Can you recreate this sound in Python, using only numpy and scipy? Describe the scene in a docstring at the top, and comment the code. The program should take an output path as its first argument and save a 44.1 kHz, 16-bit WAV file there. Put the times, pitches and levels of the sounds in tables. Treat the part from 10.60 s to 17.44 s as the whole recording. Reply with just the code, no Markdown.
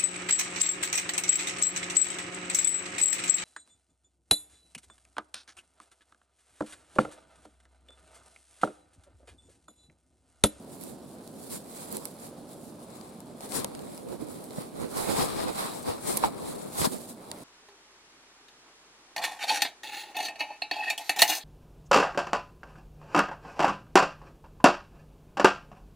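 """Glove on a camera in a winter wood

A knitted glove and sleeve keep brushing a camera carried through still woods, right at its microphones.
Sliding cloth hisses; where it presses on the housing it scrapes and rumbles, pushing the two microphone
ports against each other. Snagged fibres tick, the housing takes a few knocks, and distant air murmurs."""
import sys
import numpy as np
from scipy import signal
from scipy.fft import rfft, irfft, next_fast_len
from scipy.io import wavfile
from scipy.ndimage import uniform_filter1d, map_coordinates

SR = 44100
rng = np.random.default_rng(int(sys.argv[2]) if len(sys.argv) > 2 else 0)


def int16_out(signal):
    """Quantize to a 16-bit WAV file."""
    q = np.round(np.clip(np.atleast_2d(signal).T, -1, 1) * 32767)
    wavfile.write(sys.argv[1], SR, q.astype(np.int16))


N = 301540


def amp(db):
    """Decibels to gain."""
    return 10 ** (np.asarray(db) / 20)


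def unit(x):
    """x at rms 1."""
    return x / np.sqrt(np.mean(x ** 2) + 1e-20)


def along(points, hz):
    """(frequency, value) points read on a log axis."""
    freqs, values = np.transpose(points)
    return np.interp(np.log(hz + 1), np.log(freqs + 1), values)


def per_sample(times, values):
    """Join timed values into one value per sample."""
    return np.interp(np.arange(N) / SR, times, values)


def wobble(rate):
    """A smooth random curve, rate knots a second."""
    t = np.arange(0, N / SR, .001)
    knots = rng.standard_normal(int(N * rate / SR) + 4)
    return per_sample(t, map_coordinates(knots, [t * rate]))


def filtered(x, response):
    """x shaped by a gain that depends on frequency."""
    n = x.shape[-1]
    padded = next_fast_len(n + 8192)
    return irfft(rfft(x, padded) * response(np.fft.rfftfreq(padded, 1 / SR)), padded)[..., :n]


def panned(pan_db):
    """Left and right gains of constant power; positive is toward the left microphone."""
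    gains = amp(np.array([pan_db, -pan_db]).reshape(2, -1) / 2)
    return gains / np.sqrt(np.mean(gains ** 2, axis=0))


def ports(pair, spectrum, correlation):
    """Two unrelated signals become a coloured stereo pair at the microphone ports, its mid at rms 1."""
    def response(hz):
        angle = np.arccos(np.clip(along(correlation, hz), -1, 1)) / 2
        return amp(along(spectrum, hz)) * [np.cos(angle), np.sin(angle)]
    mid, side = filtered(pair, response)
    return np.array([mid + side, mid - side]) / np.std(mid)


def patchy(pair, depth_db):
    """The colour drifts in patches as folds of cloth open and close small cavities."""
    spectra = signal.stft(pair, nperseg=512)[2]
    bands = uniform_filter1d(rng.standard_normal(spectra.shape), size=7, axis=1)
    patches = unit(uniform_filter1d(bands, size=12, axis=2))
    return signal.istft(spectra * amp(depth_db * patches), nperseg=512)[1][:, :N]


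def slips(rate, spread_db):
    """Fibres catch and let go: random impulses of uneven size, rate a second at each port."""
    chance = np.clip(rate / SR, 1e-4, 1)
    fired = rng.random((2, N)) < chance
    sizes = rng.standard_normal((2, N)) * amp(spread_db * rng.standard_normal((2, N)))
    return unit(fired * sizes / np.sqrt(chance))


def add(track, start_s, sound):
    """Mix a sound in at start_s."""
    part = track[:, round(start_s * SR):][:, :sound.shape[1]]
    part += sound[:, :part.shape[1]]


# Air far off among the trees: (frequency [Hz], relative level [dB])
AIR_SPECTRUM = [(12, -60), (20, -32), (107, -9.5), (142, -5), (241, 0.5), (337, -4.5), (367, -5),
                (410, -6.5), (590, -7.5), (1660, -28), (1910, -35.5), (4060, -31.5), (6720, -37),
                (9950, -34), (16000, -60)]
# How alike it reaches the two microphones: (frequency [Hz], correlation [-1..1])
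AIR_CORRELATION = [(50, 0.72), (200, 1), (700, 1), (1500, 0.62), (4000, 0.92), (12000, .1)]


def distant_air(level_db=-46.5):
    """A steady low murmur from deep in the wood, nearly alike at both microphones."""
    drift_db = .4 * wobble(3)
    murmur = ports(rng.standard_normal((2, N)), AIR_SPECTRUM, AIR_CORRELATION)
    return murmur * amp(level_db + drift_db) * panned(-2.0)


# Resonances rung by knocks on the housing that holds the microphones:
# (time [s], level [dB], pitch [Hz], t60 [s], left over right [dB])
KNOCK_RESONANCES = [(.945, -27, 175, 0.03, -20), (1.338, -27.5, 252, 0.037, -4),
                    (3.045, -21, 535, 0.025, -1), (3.045, -37.5, 2130, .023, 5),
                    (3.527, -31, 355, 0.093, -13), (3.622, -25, 310, 0.075, -17),
                    (3.982, -12, 195, 0.024, -4), (3.983, -20.5, 566, 0.015, -7),
                    (4.487, -20.5, 237, 0.037, 1), (5.6378, -4, 930, .016, -4.5),
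                    (5.6442, -8, 865, 0.02, 1), (5.652, -23.5, 813, 0.071, -8),
                    (5.286, -20.5, 97, 0.044, -4), (6.198, -15, 84, 0.047, -14),
                    (6.216, -13.5, 151, 0.034, -13), (6.2705, -3, 218, 0.016, 14)]


def knocks(rise_cycles=0.57, roughness=0.17, port_phase_rad=1.63):
    """Each row rings one damped resonance; some knocks sound a low and a higher one together."""
    track, t = np.zeros((2, N)), np.arange(SR // 10) / SR
    # the pitch is high for a hard contact, low through the padded glove
    for start_s, db, hz, t60, pan_db in KNOCK_RESONANCES:
        grit = unit(filtered(rng.standard_normal((2, len(t))), lambda f: 1 / (1 + (f / (2 * hz)) ** 2)))
        envelope = (1 - np.exp(-t * hz / rise_cycles)) * amp(-60 * t / t60)
        tone = np.sin(2 * np.pi * hz * t + np.array([[0], [port_phase_rad]]))
        # little sounds below the resonance, so each knock starts cleanly
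        low_cut = signal.butter(2, 0.54 * hz, "high", fs=SR, output="sos")
        ring = signal.sosfilt(low_cut, envelope * (tone + roughness * grit))
        add(track, start_s, amp(db) * ring * panned(pan_db))
    return track


# Fibres snagging right by the microphones:
# (time [s], level [dB], tilt above 3 kHz [dB/octave], left over right [dB])
SNAGS = [(.211, -25, 17, -3), (0.237, -22, 14, -6), (0.676, -31, 1, -2), (1.326, -16, 19, -5),
         (1.369, -15, 8, -2), (1.454, -12.5, 12, -9), (2.412, -30, -1, 4), (2.604, -27, 3, 4),
         (2.807, -27, -1, 2), (2.921, -19, -4, 7), (3.045, -8.5, 0, -1), (3.150, -22.5, -7, -2),
         (3.192, -27, -2, -2), (3.377, -25.5, 2, -6), (3.841, -25.5, 9, -9), (3.907, -29, -4, -4),
         (5.571, -3.5, 14, -4), (5.575, -6.5, 8, -5), (6.216, -17, -29, 0), (6.495, -26, 15, 2),
         (6.715, -16, -2.5, -2)]
# The snap, and the housing's answer to it: (frequency [Hz], relative level [dB])
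SNAP_SPECTRUM = [(300, 0), (1500, -17), (2800, -9), (4200, 4), (6000, -2.5), (8000, 0), (10000, 2.5),
                 (13000, -5.5), (16000, -21)]
BODY_SPECTRUM = [(120, -28), (300, 2), (550, -15), (950, 6), (1500, -19), (2200, -5), (3000, -15),
                 (8000, -24)]
# How alike a snag reaches the two microphones: (frequency [Hz], correlation [-1..1])
SNAG_CORRELATION = [(300, .4), (2000, .3), (10000, 0.11)]


def snag_ticks(snap_t60=.007, body_t60=0.027, crest_db=8):
    """A snag lets go with a bright snap; the housing answers lower and a little longer."""
    track, t = np.zeros((2, N)), np.arange(SR // 10) / SR
    attack = 1 - np.exp(-t / .0003)

    def burst(spectrum, t60):
        return ports(rng.standard_normal((2, len(t))), spectrum, SNAG_CORRELATION) * amp(-60 * t / t60)
    for start_s, db, tilt, pan_db in SNAGS:
        body_db = -14 - 0.46 * tilt  # a brighter snap stirs the housing less
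        tilted = [(hz, level + tilt * np.log2(max(hz, 3000))) for hz, level in SNAP_SPECTRUM]
        tick = burst(tilted, snap_t60) + amp(body_db) * burst(BODY_SPECTRUM, body_t60)
        add(track, start_s, amp(db - crest_db) * attack * tick * panned(pan_db))
    return track


# Air pumped straight into the ports: (frequency [Hz], relative level [dB])
RUMBLE_SPECTRUM = [(15, -23), (35, -17), (70, 10), (120, 5), (220, -8), (500, -29.5)]
# Contact mostly drives the two microphones in opposition: (frequency [Hz], correlation [-1..1])
CONTACT_CORRELATION = [(50, 0.47), (150, -0.76), (350, -0.78), (700, -0.49), (1400, -0.2), (3000, 0.11),
                       (12000, -0.99)]


def grip_rumble(drag_db, pan_db):
    """The press of the hand pumps air at the ports, in soft lumps."""
    lumps = amp(1.8 * np.array([wobble(22), wobble(24)]))
    rumble = ports(rng.standard_normal((2, N)), RUMBLE_SPECTRUM, CONTACT_CORRELATION)
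    return rumble * lumps * amp(1.13 * (drag_db + 35) - 58) * panned(pan_db)


# The hollow shell around the microphones: (frequency [Hz], relative level [dB])
SHELL_SPECTRUM = [(30, -26), (70, -24), (130, -2.5), (220, 2.5), (330, 1.5), (480, 2), (650, -7),
                  (1000, -24.5), (3000, -66)]


def glove_drag(drag_db, pan_db):
    """Through its padding the glove stirs the low, hollow resonance of the shell."""
    friction = patchy(slips(2500, spread_db=0.5), depth_db=2.0)
    return ports(friction, SHELL_SPECTRUM, CONTACT_CORRELATION) * amp(drag_db - 7) * panned(pan_db)


# Yarn scraping, and biting, on the housing itself: (frequency [Hz], relative level [dB])
SCRAPE_SPECTRUM = [(200, -15), (500, -5.5), (800, 1.5), (1150, -2), (1700, -14), (2300, -13), (2900, -21),
                   (4000, -12.5), (6000, -32.5), (9000, -42), (16000, -40)]
RASP_SPECTRUM = [(600, -18), (1500, 0), (2200, -9.5), (2900, -3.5), (4000, -2.5), (5200, 0.5), (6200, -12),
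                 (9000, -12), (13000, -8), (16000, -41)]


def yarn_scrape(scrape_db, pan_db):
    """Coarse yarn drags over the housing in small jerks; under a hard press it bites and rasps."""
    jerks = slips(6000 * amp(.3 * (scrape_db + 40)), spread_db=-1.5)
    scrape = ports(patchy(jerks, depth_db=2.14), SCRAPE_SPECTRUM, CONTACT_CORRELATION)
    rasp = np.sqrt(2) * ports(slips(4000, spread_db=-2), RASP_SPECTRUM, FIBRE_CORRELATION)
    bite = amp(0.86 * (scrape_db + 29) - 5.5)
    blend = (scrape + bite * rasp) / np.sqrt(1 + bite ** 2)
    return blend * amp(scrape_db - 3 + 0.66 * wobble(55)) * panned(pan_db)


# Cloth passing over the ports, and its finest fibres: (frequency [Hz], relative level [dB])
HISS_SPECTRUM = [(500, -41), (1500, -10), (2800, -12.5), (4300, -3), (6100, -7.5), (7500, 0), (9500, 2),
                 (11000, -1.5), (13000, -10), (16000, -9.5)]
SHEEN_SPECTRUM = [(7000, -24), (10500, 1), (12500, 2), (16000, -19)]
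# Fibre noise is barely alike at the two microphones: (frequency [Hz], correlation [-1..1])
FIBRE_CORRELATION = [(1000, 0.14), (4000, 0.16), (12000, 0.049)]


def cloth_hiss(hiss_db, pan_db, scrape_db):
    """Faster sliding frees more fibres a second, so the hiss gets louder and smoother."""
    rate = 11000 * amp(.4 * (hiss_db + 42.5))
    fibres = patchy(slips(rate, spread_db=0), depth_db=1.4)
    hiss = np.sqrt(2) * ports(fibres, HISS_SPECTRUM, FIBRE_CORRELATION) * panned(1.5)
    # the finest fibres hiss highest, pass nearer to the right port and stand out under a light touch
    sheen = ports(slips(rate, spread_db=3.5), SHEEN_SPECTRUM, FIBRE_CORRELATION) * panned(-12)
    sheen_db = -10 + 0.29 * (hiss_db - scrape_db) - 0.79 * pan_db
    return (hiss + amp(sheen_db) * sheen) * amp(hiss_db - 3.5 + 1.17 * wobble(70)) * panned(pan_db)


def cloth_crackle(hiss_db, pan_db, flicks_per_s=120, flick_t60=.0018):
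    """Single stiff fibres flick the housing, more strongly the harder the cloth slides."""
    t = np.arange(SR // 100) / SR
    flick = rng.standard_normal((2, len(t))) * amp(-60 * t / flick_t60)
    flicks = signal.fftconvolve(slips(flicks_per_s, spread_db=-1.5), flick, axes=1)[:, :N]
    level_db = -55 + .75 * (hiss_db + 41)
    return ports(flicks, HISS_SPECTRUM, FIBRE_CORRELATION) * amp(level_db) * panned(pan_db - 9)


# Strokes of glove and sleeve across the camera, touching it; strengths are relative: (fullest at [s],
# rise [s], fall [s], hiss [dB], scrape [dB], low drag [dB], left over right [dB])
CLOTH_STROKES = [(.14, .05, .04, -53.5, -64, -50, -7), (.225, 0.032, 0.077, -50.5, -59, -48, -10),
                 (.30, 0.067, .06, -54, -64, -49, -11), (.82, 0.056, 0.15, -53, -64, -54, -6),
                 (0.934, 0.032, 0.045, -39.5, -49, -42, -4), (1.21, 0.12, .10, -47, -50.5, -55.5, -8),
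                 (1.35, 0.051, 0.041, -43.5, -47, -37, -11), (1.45, 0.067, .06, -51, -55, -54, -5),
                 (1.65, 0.067, 0.044, -49.5, -54, -55, -7), (1.92, 0.04, 0.039, -55, -63, -55, -3),
                 (2.08, 0.096, 0.07, -58.5, -74, -62, -4), (2.36, .14, 0.28, -58.5, -55.5, -67, 5),
                 (2.85, 0.053, .035, -49.5, -47.5, -67, -1), (2.963, 0.038, 0.039, -33, -37.5, -35.5, 12),
                 (3.0, 0.063, .05, -48.5, -41, -35.5, 4), (3.19, 0.2, 0.23, -57.5, -52, -45, -4),
                 (3.32, 0.048, 0.16, -55.5, -57, -46.5, -1), (3.53, 0.064, 0.035, -52.5, -51, -37.5, -9.5),
                 (3.62, 0.034, 0.034, -55.5, -51, -37.5, -12), (3.71, 0.073, 0.15, -53, -51.5, -45, -4),
                 (3.989, 0.078, 0.088, -49, -47, -41.5, -4), (4.231, 0.065, 0.045, -49.5, -43, -34.5, -7.5),
                 (4.391, 0.057, 0.11, -37.5, -36.5, -33.5, -8.5),
                 (4.511, 0.049, 0.036, -39, -34, -30.5, -14), (4.605, 0.078, 0.069, -35.5, -30, -27.5, 3),
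                 (4.70, 0.047, 0.17, -46.5, -38.5, -36.5, 5), (4.815, .06, 0.046, -43, -34.5, -33, 6.5),
                 (4.891, .035, 0.028, -45, -37, -31, -9), (5.004, 0.064, 0.089, -39.5, -35, -39, -3.5),
                 (5.13, 0.16, 0.12, -47, -43.5, -40.5, 6.5), (5.288, 0.036, 0.074, -43.5, -36.5, -33, 1.5),
                 (5.502, 0.055, 0.04, -34, -35.5, -31.5, 7), (5.56, 0.05, 0.059, -40, -40.5, -36, -6.5),
                 (5.646, 0.029, .035, -39.5, -34, -29, 1.5), (5.81, 0.21, 0.16, -56, -47.5, -40, 5),
                 (5.90, 0.097, 0.066, -46.5, -45, -40.5, 0), (6.01, 0.057, 0.13, -51.5, -49.5, -41, 8.5),
                 (6.216, 0.053, 0.049, -32, -34, -33, -3), (6.256, 0.025, 0.013, -31, -29, -30, 7.5),
                 (6.34, 0.048, 0.045, -45, -46.5, -36.5, -10), (6.42, 0.18, 0.083, -51, -56, -65, -6),
                 (6.503, 0.021, .025, -48, -55, -51, 2), (6.74, 0.17, 0.2, -57, -52.5, -65, -1)]


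def strokes(layer, rest_db, pan_share, slope_db=14.5, rounding=0.52):
    """Strokes swell and fade over cloth that never lies still: a layer's strength and pan, in dB."""
    fullest_s, rise, fall, hiss, scrape, drag, pan_db = np.transpose(CLOTH_STROKES)
    strength_db = {"hiss": hiss, "scrape": scrape, "drag": drag}[layer]
    t = np.arange(0, N / SR, .002)
    since = t[:, None] - fullest_s
    away = since / np.where(since < 0, rise, fall)
    fade_db = slope_db * (np.hypot(away, rounding) - rounding)  # round top, straight flanks
    power = amp(strength_db - fade_db) ** 2
    light_touch = amp(rest_db - 2.5 * wobble(18)[(t * SR).astype(int)])
    total = power.sum(axis=1) + light_touch ** 2
    return per_sample(t, 10 * np.log10(total)), per_sample(t, pan_share * (power @ pan_db) / total)


def scene():
    """Handling right at the microphones, over the distant quiet of the wood."""
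    hiss_db, hiss_pan = strokes("hiss", rest_db=-63, pan_share=0.34)
    scrape_db, scrape_pan = strokes("scrape", rest_db=-66, pan_share=0.47)
    drag_db, drag_pan = strokes("drag", rest_db=-62.5, pan_share=0.65)
    cloth = cloth_hiss(hiss_db, hiss_pan, scrape_db) + cloth_crackle(hiss_db, hiss_pan)
    yarn = yarn_scrape(scrape_db, scrape_pan)
    hand = grip_rumble(drag_db, drag_pan) + glove_drag(drag_db, drag_pan)
    return cloth + yarn + hand + snag_ticks() + knocks() + distant_air()


def record(dry):
    """The camera keeps nothing above its band limit."""
    return filtered(dry, lambda hz: hz < 16100)


dry = scene()
out = record(dry)
int16_out(out)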